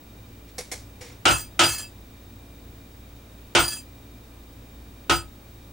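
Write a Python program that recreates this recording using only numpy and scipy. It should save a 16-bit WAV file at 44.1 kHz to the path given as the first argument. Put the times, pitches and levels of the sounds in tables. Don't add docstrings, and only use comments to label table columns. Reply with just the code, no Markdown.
import sys
import numpy as np
from scipy import signal
from scipy.fft import rfft, irfft
from scipy.io import wavfile
from scipy.ndimage import uniform_filter1d

SR = 44100
rng = np.random.default_rng(int(sys.argv[2]) if len(sys.argv) > 2 else 0)


def master(y):
    cut = np.clip(np.atleast_2d(y).T, -1, 1)
    pcm = np.round(cut * 32767)
    wavfile.write(sys.argv[1], SR, pcm.astype(np.int16))


N = 252252

# f/Hz, relative level/dB
AIR_COLOUR = [(15, -14), (32, -11), (42, -24), (57, -2.5), (70, -9.5), (90, -3), (122, -8.5), (148, -19.5),
              (170, -14), (255, -11), (320, -17), (500, -18.5), (1310, -27), (4500, -34), (15600, -41)]
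# f/Hz, likeness/1 (0 to 1)
AIR_LIKENESS = [(60, 1.0), (130, 0.99), (290, 0.96), (640, 0.42), (1410, 0.0), (3100, 0.46), (6820, 0.43),
                (15000, 1)]
# f/Hz, likeness/1 (0 to 1)
HIT_LIKENESS = [(60, 1), (130, 0.7), (290, 0.99), (640, 0.87), (1410, 0.68), (3100, 0.72), (6820, 0.74),
                (15000, 1)]
# f/Hz, left minus right level/dB
HIT_BALANCE = [(60, 5.0), (110, 5.0), (200, 3.5), (380, 0.5), (700, -1.0), (1290, -1.0), (2380, -1.0),
               (4400, 0.0), (8120, -0.5), (15000, 0.0)]
# multiple/1, mean rms level/dB
FAN_HARMONICS = [(1, -50.5), (2, -57), (3, -64), (4, -64.5), (5, -59.5), (6, -65)]
# f/Hz, full half-power width/Hz, rms level/dB
NARROW_TONES = [(1203, 30, -75.5), (2384, 49, -67.5), (3741, 100, -67)]
# t/s, swell time/s, length/s, peak level/dB
RUB_EVENTS = [(0.464, .032, 0.043, -54.5), (1.007, .003, .12, -44)]
# f/Hz, relative level/dB
RUB_COLOUR = [(300, -21), (490, 4), (640, -32), (800, -10), (1300, -18), (2100, -7.5), (2600, -12),
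              (5000, -15.5), (9000, -18.5), (12000, -31)]
# t/s, level/dB
TAP_EVENTS = [(.581, -32.5), (.7145, -31), (1.012, -46.5)]
# f/Hz, relative level/dB
TAP_COLOUR = [(250, -29), (420, 6.5), (800, -2.5), (1350, -8.5), (2200, 1), (2700, -10), (5500, -4.5),
              (9500, -6.5), (11800, -10), (15000, -31)]
# f/Hz, time to fall 60 dB/s
TAP_DECAY = [(500, 0.19), (2000, 0.23), (6000, 0.31), (12000, 0.21)]
# f/Hz, relative level/dB
STAMP_MODES = [(492, 2), (745, -3), (785, -3), (1050, -5), (2104, -4), (2250, -4), (3606, -7), (4123, -7),
               (4290, -4), (4620, -6), (5108, -7), (5410, -3), (5458, -2), (5647, -4), (6120, -7),
               (6653, -4), (6982, -3), (7062, -6), (7714, -8), (7994, -8), (9205, -4), (10174, -9)]
# f/Hz, relative level/dB, tool index/1 (0 or 1)
TOOL_MODES = [(1724, -15, 1), (2186, -20, 0), (2630, -3, 0), (3085, -12, 0), (3140, -11, 0), (3321, -12, 1),
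              (4247, -10, 0), (4680, -11, 1), (4860, -1, 1), (5319, -18, 0), (5953, -15, 0), (6112, -6, 0),
              (6642, -13, 1), (6836, -16, 0), (7518, -3, 0), (7714, -22, 0), (8247, -4, 0), (8535, -11, 0),
              (8862, -15, 0), (9327, -7, 1), (9426, -10, 0), (10133, -18, 0), (10564, -12, 0),
              (10862, -23, 1), (11353, -25, 0), (12053, -24, 0), (12955, -26, 1), (13600, -25, 1),
              (14940, -12, 1), (15105, -4, 0)]
# f/Hz, relative level/dB
CHATTER_COLOUR = [(600, -2), (1500, 5.5), (3000, -13), (9000, 6), (15000, -12.5)]
# t/s, level/dB, knock tilt/(dB per octave), bench level/dB, thump level/dB,
# jingle length/s, first tool's drive level/dB, second tool's drive level/dB, second tool's swell time/s
BLOW_EVENTS = [(1.254, -0.5, 0.5, -9.5, -22, 0.16, -28, -27.5, 0.037),
               (1.592, 0, 2.15, -13, -20.5, 0.23, -27.5, -25.5, 0.053),
               (3.55, -0.5, 0.5, -13.5, -24, .22, -29.5, -27, .12),
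               (5.096, -10, 0.4, -5.5, -14, 0.098, -31.5, -32, 0.032)]
# f/Hz, relative level/dB
KNOCK_COLOUR = [(30, -29), (60, -17), (200, -13.5), (300, -6), (430, -10), (900, -9), (1150, -14),
                (1380, -3), (1730, -17), (2050, -15), (3140, -9.5), (3740, -16.5), (9180, -25.5),
                (12500, -60), (15500, -44)]
# f/Hz, time to fall 60 dB/s
KNOCK_DECAY = [(60, 0.43), (250, 0.14), (1000, 0.2), (4000, .17), (12000, 0.13)]
# f/Hz, relative level/dB, time to fall 60 dB/s
BENCH_MODES = [(64, -11, .4), (105, -10, .35), (146, -14, .3), (288, -10, .2), (339, -1, .24),
               (527, -11, .2), (745, -9, .2), (850, -9, .2), (882, -7, .2), (968, -11, .2), (1275, 4, .22),
               (1340, -4, .2), (1421, -4, .19), (1482, -7, .2), (1516, -8, .2), (1851, -12, .18),
               (2180, -11, .12), (2293, -12, .15), (2379, -12, .15), (2713, -11, .18), (2858, -10, .2),
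               (2971, -10, .2)]
# f/Hz, relative level/dB
THUMP_COLOUR = [(44, -3), (62, 1.0), (110, -5.0), (150, 10), (220, -20.0)]
# f/Hz, time to fall 60 dB/s
THUMP_DECAY = [(60, 0.47), (150, 0.27)]
# f/Hz, relative level/dB
CRACK_COLOUR = [(300, -22), (700, -7), (3000, -5.5), (8000, -1), (14000, -22.5)]

AIR_DB, FAN_HZ = -54.5, 57.15
SCREEN_HZ, SCREEN_DB = 15734.3, -60
FIELD_HZ, FIELD_DB, FIELD_FALL_DB = 59.94, -75, 1.3
RUB_START_DB, RUB_FADE_DB, RUB_STOP_DB_S = -20, 8.5, 260
STAMP_TAP_T60, STAMP_TAP_DB = 0.092, -9
STAMP_RUB_T60, STAMP_RUB_DB = 0.063, -35
JINGLE_START_DB, JINGLE_PEAK_S, JINGLE_FADE_DB, JINGLE_STOP_DB_S = -7, 0.052, 12.5, 420
CLINKS_PER_S, TOOL_T60, TOOL_DB, CHATTER_DB = 700, 0.12, (-8, -6), 1
CRACK_DB, CRACK_T60 = -9.5, 0.044
LIMIT_DB, LIMIT_SHARE, EXCESS_RELEASE_DB_S = -13.5, 0.79, 412
TOP_HZ = 15800


def undb(db):
    return 10 ** (np.asarray(db) / 20)


def along(table, hz):
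    at, value = np.transpose(table)
    return np.interp(np.log(np.maximum(hz, 1)), np.log(at), value)


def noise(size, db, likeness):
    hz = np.fft.rfftfreq(size, 1 / SR)
    mid, side = rfft(rng.standard_normal((2, size))) * undb(db(hz))
    c = along(likeness, hz)
    mid = mid * np.sqrt(1 + c)
    side = side * np.sqrt(1 - c)
    return irfft(np.array([mid + side, mid - side]) / 2, size)


def walk(rate):
    hold = int(SR / rate)
    steps = np.repeat(rng.standard_normal(N // hold + 1), hold)
    return 1.18 * uniform_filter1d(uniform_filter1d(steps, hold), hold)[:N]


def strength(s, rise_s, length_s, db, start_db, fade_db, stop_db_s):
    t = np.arange(N) / SR - s
    shape_db = np.interp(t, [0, rise_s, length_s], [start_db, 0, -fade_db])
    shape_db = shape_db - stop_db_s * np.maximum(t - length_s, 0)
    return undb(db + shape_db) * (t > 0)


def ring(push, hz, db, t60, spread):
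    pole = np.exp(2j * np.pi * hz / SR - np.log(1000) / (t60 * SR))
    mode = signal.lfilter([1], [1, -pole], push)
    phase = spread * np.sqrt(1 - along(HIT_LIKENESS, hz)) * rng.standard_normal()
    pan_db = along(HIT_BALANCE, hz) / 2
    left = undb(pan_db) * (mode * np.exp(1j * phase)).imag
    right = undb(-pan_db) * (mode * np.exp(-1j * phase)).imag
    return undb(db) * np.array([left, right])


def tail(colour, t60, tilt_db, rise_s):
    t = np.arange(SR // 2) / SR
    out, power = 0, 0
    bands = 44 * 2 ** np.arange(0, 9, .5)
    in_range = (bands > .7 * colour[0][0]) & (bands < 1.1 * colour[-1][0])
    for hz in bands[in_range]:

        def shape(f):
            bell_db = -40 * np.log2(np.maximum(f, 1) / hz) ** 2
            return along(colour, f) + tilt_db * np.log2(hz / 1000) + bell_db

        pan_db = along(HIT_BALANCE, hz) / 2 * np.array([[1], [-1]])
        band = noise(len(t), shape, HIT_LIKENESS) * undb(pan_db)
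        power += np.mean(band ** 2)
        out = out + band * undb(-60 * t / along(t60, hz))
    return out * (1 - np.exp(-t / rise_s)) / np.sqrt(power)


def add(out, s, x):
    i = int(s * SR)
    out[:, i:i + x.shape[1]] += x[:, :N - i]


def air_noise():
    air = noise(N, lambda f: along(AIR_COLOUR, f), AIR_LIKENESS)
    band_pass = signal.butter(4, [300, 14000], "band", fs=SR, output="sos")
    band = signal.sosfilt(band_pass, air.mean(0))
    return air * undb(AIR_DB) / band.std()


def fan_hum():
    turn = 2 * np.pi * np.cumsum(FAN_HZ * (1 + 0.00396 * walk(3.23))) / SR
    out = 0
    for multiple, db in FAN_HARMONICS:
        level = np.sqrt(2) * undb(db + 0.77 * walk(3.98))
        out = out + level * np.sin(multiple * turn + 2 * np.pi * rng.random())
    return out


def narrow_tones():
    out = 0
    for hz, width_hz, db in NARROW_TONES:
        tone = noise(N, lambda f: -10 * np.log10(1 + (2 * (f - hz) / width_hz) ** 4), AIR_LIKENESS)
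        out = out + undb(db) * tone / tone.std()
    return out


def screen_whine():
    t = np.arange(N) / SR
    whine = undb(SCREEN_DB + 1.5 * walk(14)) * np.sin(2 * np.pi * SCREEN_HZ * t)
    for k in range(1, 8):
        cycles = (SCREEN_HZ - k * FIELD_HZ) * t + rng.random()
        whine += undb(FIELD_DB - FIELD_FALL_DB * k) * np.sin(2 * np.pi * cycles)
    return np.sqrt(2) * whine


def room_tone():
    return air_noise() + fan_hum() + narrow_tones() + screen_whine()


def rubs():
    drag = sum(strength(*rub, RUB_START_DB, RUB_FADE_DB, RUB_STOP_DB_S) for rub in RUB_EVENTS)
    drag = drag * undb(1.2 * walk(160))
    hiss = noise(N, lambda f: along(RUB_COLOUR, f), HIT_LIKENESS)
    push = drag * rng.standard_normal(N) + 1e-18
    sing = 0
    for hz, db in STAMP_MODES:
        if 2000 < hz < 7000:
            sing = sing + ring(push, hz, db + STAMP_RUB_DB, STAMP_RUB_T60, .6)
    return hiss / hiss.std() * drag + sing


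def taps():
    out, t = np.zeros((2, N)), np.arange(SR // 2) / SR
    for s, db in TAP_EVENTS:
        settling = t / 0.0032 * np.exp(-t / 0.0032)
        contact = settling * rng.standard_normal(len(t)) * (rng.random(len(t)) < .1)
        stamp = 0
        for hz, mode_db in STAMP_MODES:
            stamp = stamp + ring(contact, hz, mode_db + STAMP_TAP_DB, STAMP_TAP_T60, 0.99)
        grain = undb(1.5 * walk(400)[:len(t)])
        tick = grain * tail(TAP_COLOUR, TAP_DECAY, 0, 0.0011)
        add(out, s, undb(db) * (tick + stamp))
    return out


def jingle():
    rule = JINGLE_START_DB, JINGLE_FADE_DB, JINGLE_STOP_DB_S
    first, second = 0, 0
    for s, *_, length, first_db, second_db, second_peak_s in BLOW_EVENTS:
        first = first + strength(s, JINGLE_PEAK_S, length, first_db, *rule)
        second = second + strength(s, second_peak_s, length, second_db, *rule)
    return first, second


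def tools():
    force = jingle()
    clinks = np.cumsum(rng.exponential(SR / CLINKS_PER_S, 5000)).astype(int)
    clinks = clinks[clinks < N]
    weight = rng.standard_normal((len(clinks), len(TOOL_MODES)))
    out = 0
    for k, (hz, db, tool) in enumerate(TOOL_MODES):
        push = np.zeros(N)
        push[clinks] = weight[:, k] * force[tool][clinks]
        out = out + ring(push + 1e-18, hz, db + TOOL_DB[tool], TOOL_T60, 0.31)
    chatter = noise(N, lambda f: along(CHATTER_COLOUR, f), HIT_LIKENESS)
    return out + undb(CHATTER_DB + 3.8 * walk(300)) * force[0] * chatter


def crack():
    t = np.arange(SR // 2) / SR
    burst = noise(len(t), lambda f: along(CRACK_COLOUR, f), HIT_LIKENESS)
    return burst / burst.std() * undb(-60 * t / CRACK_T60) * (1 - np.exp(-t / 0.0012))


def bench_ring():
    t = np.arange(SR // 2) / SR
    impulse = 1. * (t == 0)
    out = 0
    for hz, db, t60 in BENCH_MODES:
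        rise = 1 - np.exp(-t / (0.0026 + 1.7 / hz))
        blow_db = db + 2 * rng.standard_normal()
        blow_hz = hz * (1 + .003 * rng.standard_normal())
        out = out + rise * ring(impulse, blow_hz, blow_db, t60, 1.0)
    return out


def blows():
    out = np.zeros((2, N))
    for s, db, tilt_db, bench_db, thump_db, *_ in BLOW_EVENTS:
        knock = tail(KNOCK_COLOUR, KNOCK_DECAY, tilt_db, 0.0019) + undb(CRACK_DB) * crack()
        bench = undb(bench_db) * bench_ring()
        thump = undb(thump_db) * tail(THUMP_COLOUR, THUMP_DECAY, 0, 0.075)
        add(out, s, undb(db) * (knock + bench + thump))
    return out


def scene():
    return room_tone() + rubs() + taps() + tools() + blows()


def record(dry):
    power = uniform_filter1d((dry ** 2).max(0), size=133)
    over_db = np.maximum(10 * np.log10(np.maximum(power, 1e-12)) - LIMIT_DB, 0)
    ramp_db = EXCESS_RELEASE_DB_S * np.arange(N) / SR
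    held_db = np.maximum.accumulate(over_db + ramp_db) - ramp_db
    gain = uniform_filter1d(undb(-LIMIT_SHARE * held_db), size=45)
    low_pass = signal.ellip(10, .3, 80, TOP_HZ, fs=SR, output="sos")
    return signal.sosfilt(low_pass, dry * gain)


dry = scene()
out = record(dry)
master(out)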